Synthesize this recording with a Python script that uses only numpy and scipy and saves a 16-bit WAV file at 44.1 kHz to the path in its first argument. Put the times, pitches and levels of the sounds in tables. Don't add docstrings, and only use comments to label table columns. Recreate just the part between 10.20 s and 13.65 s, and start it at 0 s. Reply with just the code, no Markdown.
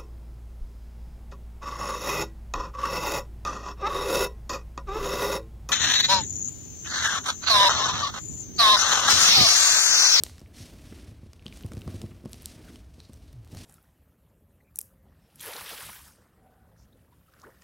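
import sys
import numpy as np
from scipy import signal
from scipy.fft import rfft, irfft, next_fast_len
from scipy.io import wavfile
from scipy.ndimage import uniform_filter1d

SR = 44100
rng = np.random.default_rng(int(sys.argv[2]) if len(sys.argv) > 2 else 0)


def dump(signal):
    limited = np.clip(np.atleast_2d(signal).T, -1, 1)
    pcm = np.round(limited * 32767).astype(np.int16)
    wavfile.write(sys.argv[1], SR, pcm)


N = 152145

# pitch_hz, relative_db
TAPE_COLOUR = [(600, -7), (2000, -4.5), (4000, -3), (9000, -4.5), (13000, -7), (16000, -11)]


def amp(db):
    return 10 ** (np.asarray(db) / 20)


def unit(x):
    return x / np.sqrt(np.mean(x ** 2) + 1e-20)


def read(points, hz):
    table_hz, value = np.transpose(points)
    return np.interp(np.log(hz + 1), np.log(table_hz), value)


def level(points):
    return amp(np.interp(np.arange(N) / SR, *np.transpose(points)))


def colour(x, spectrum):
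    size = next_fast_len(N)
    gain = amp(read(spectrum, np.fft.rfftfreq(size, 1 / SR)))
    return unit(irfft(rfft(x, size) * gain, size)[:N])


def add(mix, start_s, sound):
    part = mix[round(start_s * SR):][:len(sound)]
    part += sound[:len(part)]


def fade(t, t60_s):
    return np.exp(-np.log(1000) * t / t60_s)


def ring(hz, t60_s, rise_s):
    t = np.arange(0, 2 * t60_s, 1 / SR)
    rise = 1 - np.exp(-(t / rise_s) ** 2)
    return np.sin(2 * np.pi * hz * t) * fade(t, t60_s) * rise


def swell(length_s):
    return np.sin(np.linspace(0, np.pi, round(length_s * SR)))


def quiet_room():
    # pitch_hz, relative_db
    rumble_colour = [(20, -23), (35, -24), (48, 3.5), (75, 7), (105, 0), (140, -7.5), (220, -25.5),
                     (400, -24), (900, -27.5), (3000, -39), (8000, -53), (16000, -52.5)]
    side_colour = [(30, 12), (80, 16.5), (200, 5.5), (500, 8), (1000, -36.5), (8000, -57), (16000, -35.5)]
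    rumble = amp(-51) * colour(rng.standard_normal(N), rumble_colour)
    side_noise = amp(-72.5) * colour(rng.standard_normal(N), side_colour)
    return rumble, side_noise


def friction(spectrum, flutter_db):
    slips_per_s, spread_db, slip_share = 2500, 1, 0.38
    happens = rng.random(N) < slips_per_s / SR
    size = amp(spread_db * np.minimum(rng.exponential(1, N), 4))
    slips = rng.standard_normal(N) * happens * size
    smooth = uniform_filter1d(rng.standard_normal(N), size=500)
    flutter = unit(uniform_filter1d(smooth, size=300))
    steady = rng.standard_normal(N)
    rub = np.sqrt(slip_share) * unit(slips) + np.sqrt(1 - slip_share) * steady
    return colour(rub, spectrum) * amp(flutter_db * flutter)


def sliding():
    # time_s, level_db (the scrape is raised further below)
    hiss_level = [(0, -68), (.32, -74), (.37, -55), (.42, -50.5), (.52, -61), (.85, -61.5), (.98, -70.5),
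                  (1.23, -73), (1.36, -58), (1.49, -66.5), (1.66, -66), (1.75, -56), (1.9, -67.5),
                  (2.02, -72), (2.14, -61), (2.22, -58.5), (2.33, -62.5), (2.55, -63.5), (2.63, -72),
                  (2.83, -65.5), (2.95, -69.5), (3.07, -68.5), (3.22, -76), (3.32, -64), (3.39, -50),
                  (3.45, -54.5)]
    scrape_level = [(0.0, -62), (0.22, -80), (0.38, -71), (0.53, -60), (0.61, -62), (0.76, -60.5),
                    (0.94, -65.5), (1.12, -80), (1.23, -66.5), (1.46, -64.5), (1.64, -64), (1.71, -55),
                    (1.88, -65), (2.1, -65), (2.25, -65.5), (2.4, -61), (2.55, -68), (3.11, -84.5),
                    (3.32, -76), (3.45, -64)]
    drone_level = [(0, -48.5), (.15, -57.5), (.42, -54), (.52, -51), (.9, -55.5), (.98, -65), (1.22, -60.5),
                   (1.33, -52), (1.62, -49.5), (1.74, -47.5), (1.98, -57), (2.12, -56.5), (2.52, -51),
                   (2.65, -60), (3.05, -58.5), (3.26, -64), (3.35, -45.5), (3.45, -51)]
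    # pitch_hz, relative_db
    hiss_colour = [(1000, -9.5), (2500, -1), (4300, -0.5), (5800, -1.5), (7200, -6.5), (8600, -4.5),
                   (10000, -7), (12000, -9), (14000, -20), (16000, -35)]
    scrape_colour = [(300, 17.5), (700, -3.5), (1100, -0.5), (1700, -0.5), (2800, -3), (4500, -16),
                     (8000, -25.5), (15000, -36)]
    drone_colour = [(60, 4), (130, -1), (215, 3.5), (280, 0.5), (360, -8.5), (440, -6.5), (520, -15),
                    (620, -8.5), (850, -21), (2000, -32)]
    hiss = level(hiss_level) * friction(hiss_colour, flutter_db=2.5)
    scrape = amp(4) * level(scrape_level) * friction(scrape_colour, flutter_db=3.8)
    drone = level(drone_level) * friction(drone_colour, flutter_db=1.6)
    return hiss + scrape + drone


def room(x):
    # pitch_hz, t60_s
    fade_times = [(100, 0.9), (500, 1), (2000, 0.7), (5000, 0.48), (9000, 0.39), (15000, 0.32)]
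    build_s = 0.0068
    hz, t, pieces = signal.stft(rng.standard_normal(SR // 2), SR, nperseg=256)
    pieces = pieces * fade(t, read(fade_times, hz)[:, None])
    tail = signal.istft(pieces, SR, nperseg=256)[1]
    tail *= 1 - np.exp(-(np.arange(len(tail)) / SR / build_s) ** 2)
    return amp(-13.5) * signal.fftconvolve(x, tail / np.linalg.norm(tail))[:N]


def snaps():
    # start_s, level_db, treble_tilt_db_per_octave, ring_length_factor,
    # lid_push_db, room_crack_db (before the scene's gain)
    snap_list = [(0.0357, -6.5, 1, 1, -25.5, -7.5), (2.1318, -16.5, -4, 0.44, -56, -36),
                 (2.2578, -15, 0.5, 0.84, -52, -15)]
    # pitch_hz, relative_db, t60_s (before the length factor)
    nail_tones = [(3370, -11.5, 0.0035), (4150, -15, 0.0083), (4760, -16, 0.0076), (5630, -18, 0.0086),
                  (7520, -5.5, 0.0035), (8600, -7, 0.0047), (10740, -9, 0.0029), (12400, -2, 0.0019),
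                  (14600, -17, 0.0015)]
    out, spray = np.zeros(N), np.zeros(N)
    band = signal.butter(1, (3630, 9500), "band", fs=SR)
    crack = signal.lfilter(*band, signal.unit_impulse(256))
    crack /= np.linalg.norm(crack)
    for start_s, snap_db, tilt_db, length, push_db, crack_db in snap_list:
        for k, (hz, tone_db, t60_s) in enumerate(nail_tones):
            gain = amp(snap_db + tone_db + tilt_db * np.log2(hz / 7000))
            sign = (-1) ** k
            add(out, start_s, sign * gain * ring(hz, t60_s * length, rise_s=0.00016))
        add(out, start_s, amp(push_db) * ring(hz=440, t60_s=0.009, rise_s=0.00052))
        add(out, start_s, amp(push_db - 7) * ring(hz=1400, t60_s=0.0094, rise_s=0.00075))
        add(spray, start_s, amp(crack_db) * crack)
    return out, spray


def ticks():
    # start_s, ring_db (before the boost for short rings), pitch_hz, crack_db
    tick_list = [(.0645, -27, 3800, -36.5), (.0965, -34, 4480, -44), (.1814, -38, 1820, -46),
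                 (.194, -36, 5430, -63), (.215, -38, 580, -49.5), (.2601, -39.5, 2250, -67),
                 (.5358, -43, 4700, -56), (1.1325, -41, 5400, -43), (1.1945, -38, 2720, -66),
                 (1.2243, -40.5, 2430, -56), (1.258, -51, 3320, -44.5), (1.2644, -17.5, 3110, -42.5),
                 (1.2808, -34, 3680, -44), (1.3252, -28, 2390, -49), (1.3723, -46, 3670, -41),
                 (1.4085, -36, 1600, -48), (1.4256, -38, 13200, -49), (1.4352, -31, 2940, -64),
                 (1.463, -31, 9000, -43), (1.519, -27, 1320, -42), (1.5343, -38, 8500, -41.5),
                 (1.5693, -37, 1470, -44.5), (1.5777, -46, 5200, -45), (1.6175, -28.5, 2790, -44.5),
                 (1.6629, -61, 2350, -60), (1.6771, -25.5, 1140, -39.5), (1.8163, -30, 2966, -35),
                 (2.0515, -45, 1400, -49), (2.057, -41, 1240, -44), (2.12, -36, 11100, -52),
                 (2.143, -46, 4270, -43), (2.222, -30, 11300, -58), (2.2305, -36, 8100, -49),
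                 (2.5578, -34.5, 3000, -43), (2.8023, -29, 4130, -45.5), (2.8975, -43, 640, -56),
                 (2.9336, -35.5, 8500, -47), (2.9402, -38, 5860, -71), (3.1295, -44, 11700, -51),
                 (3.2695, -39, 700, -67), (3.3487, -44, 11900, -42), (3.371, -29, 4440, -40.5)]
    # pitch_hz, relative_db
    crack_colour = [(300, 12), (1500, 2), (4000, 4), (8500, -1), (12000, -6.5), (16000, -33)]
    damp_hz = 4200
    out, t = np.zeros(N), np.arange(SR // 20) / SR
    noise = colour(rng.standard_normal(N), crack_colour)
    for k, (start_s, ring_db, hz, crack_db) in enumerate(tick_list):
        crack = noise[k * len(t):][:len(t)] * fade(t, t60_s=0.012)
        ratio = hz / damp_hz
        shorten = 1 / np.sqrt(1 + ratio ** 2 * max(ratio - 1, 0))
        t60_s, rise_s = 0.0054 * shorten, 0.00062 * shorten
        tone = ring(hz, t60_s, rise_s) + 0.37 * ring(hz * 1.41, t60_s, rise_s)
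        add(out, start_s, amp(ring_db) * tone / np.sqrt(shorten))
        add(out, start_s, amp(crack_db) * crack)
    return out


def crinkles():
    # start_s, length_s, level_db
    clusters = [(0.163, 0.057, -65.5), (1.327, 0.12, -65.5), (1.508, 0.11, -64), (2.084, 0.053, -67),
                (2.92, 0.055, -71), (3.244, 0.096, -67.5)]
    clicks_per_s, spread_db = 260, 7.5
    out = np.zeros(N)
    happens = rng.random(N) < clicks_per_s / SR
    size = amp(spread_db * np.minimum(rng.exponential(1, N), 3))
    clicks = colour(rng.choice([-1, 1], N) * happens * size, TAPE_COLOUR)
    for start_s, length_s, cluster_db in clusters:
        cluster = clicks[round(start_s * SR):][:round(length_s * SR)]
        add(out, start_s, amp(cluster_db) * unit(cluster))
    return out


def knock(contact_s):
    # pitch_hz, relative_db, t60_s
    panel_tones = [(159, -4.5, 0.081), (215, 3, 0.064), (258.4, -3.5, 0.06), (333.7, 0, 0.048),
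                   (428, -3, 0.027), (617, -9.5, 0.034), (670, -18, 0.016), (1102, -25.5, 0.075)]
    out = np.zeros(SR // 2)
    for hz, tone_db, t60_s in panel_tones:
        add(out, 0, amp(tone_db) * ring(hz, t60_s, contact_s) / 2)
    return out


def bumps():
    # start_s, boom_db, knock_db
    bump_list = [(.216, -50, -37), (.402, -31.5, -35.5), (0.878, -32.5, -50), (.916, -33, -38),
                 (1.031, -35.5, -36.5), (1.061, -47, -37.5), (1.26, -46, -30), (1.4458, -21, -27.5),
                 (1.515, -53, -29.5), (1.539, -31.5, -34.5), (1.5699, -24, -28.5), (1.664, -26, -40),
                 (1.6778, -25.5, -24.5), (1.7422, -32, -28), (1.7538, -29, -33), (1.8304, -48, -30.5),
                 (1.839, -30, -25), (2.04, -50, -32.5), (2.056, -34, -23), (2.781, -47, -38.5),
                 (2.895, -47, -35.5), (3.328, -32.5, -34), (3.3679, -31.5, -46)]
    out = np.zeros(N)
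    boom = ring(hz=96, t60_s=0.098, rise_s=0.0045)
    panel = knock(contact_s=0.0015)
    for start_s, boom_db, knock_db in bump_list:
        add(out, start_s, amp(knock_db) * panel)
        add(out, start_s, -amp(boom_db) * boom)
    return out


def rasps():
    # start_s, length_s, level_db (before the swell), pitch_hz
    rasp_list = [(0.347, 0.11, -55, 5600), (1.33, 0.06, -63, 7000), (2.09, .1, -62, 11000),
                 (2.431, 0.088, -58, 1580), (2.775, .12, -64, 4160), (3.0, 0.16, -72.5, 3900)]
    sharpness = 3.6
    out, slips = np.zeros(N), friction(TAPE_COLOUR, flutter_db=4)
    for start_s, length_s, rasp_db, hz in rasp_list:
        shape = swell(length_s)
        stretch = slips[round(start_s * SR):][:len(shape)]
        rung = signal.lfilter(*signal.iirpeak(hz, sharpness, SR), stretch)
        add(out, start_s, amp(rasp_db) * shape * unit(rung))
    return out


def judder():
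    start_s, length_s, peak_db = 3.125, 0.11, -42
    first_hz, last_hz = 140, 100
    out, shape = np.zeros(N), swell(length_s)
    pitch_hz = np.linspace(first_hz, last_hz, len(shape))
    tone = np.sin(2 * np.pi * np.cumsum(pitch_hz) / SR)
    add(out, start_s, amp(peak_db) * shape * tone)
    return out


def scene():
    snap, spray = snaps()
    nails = ticks()
    hands = bumps() + sliding() + rasps() + crinkles() + judder()
    rumble, side_noise = quiet_room()
    sent = hands + amp(-2.5) * nails + amp(4.5) * spray
    mid = hands + nails + snap + room(sent) + rumble
    lead_s = 0.000001
    lead = lead_s * SR * np.gradient(mid) / 2
    side = amp(-17.5) * room(sent) + side_noise + lead
    return np.array([mid + side, mid - side])


def record(dry):
    bass_cut = signal.butter(3, 33, "high", fs=SR, output="sos")
    treble_cut = signal.firwin(255, 16100, window=("kaiser", 9), fs=SR)
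    return signal.oaconvolve(signal.sosfilt(bass_cut, dry), treble_cut[None], "same")


dry = scene()
out = record(dry)
dump(out)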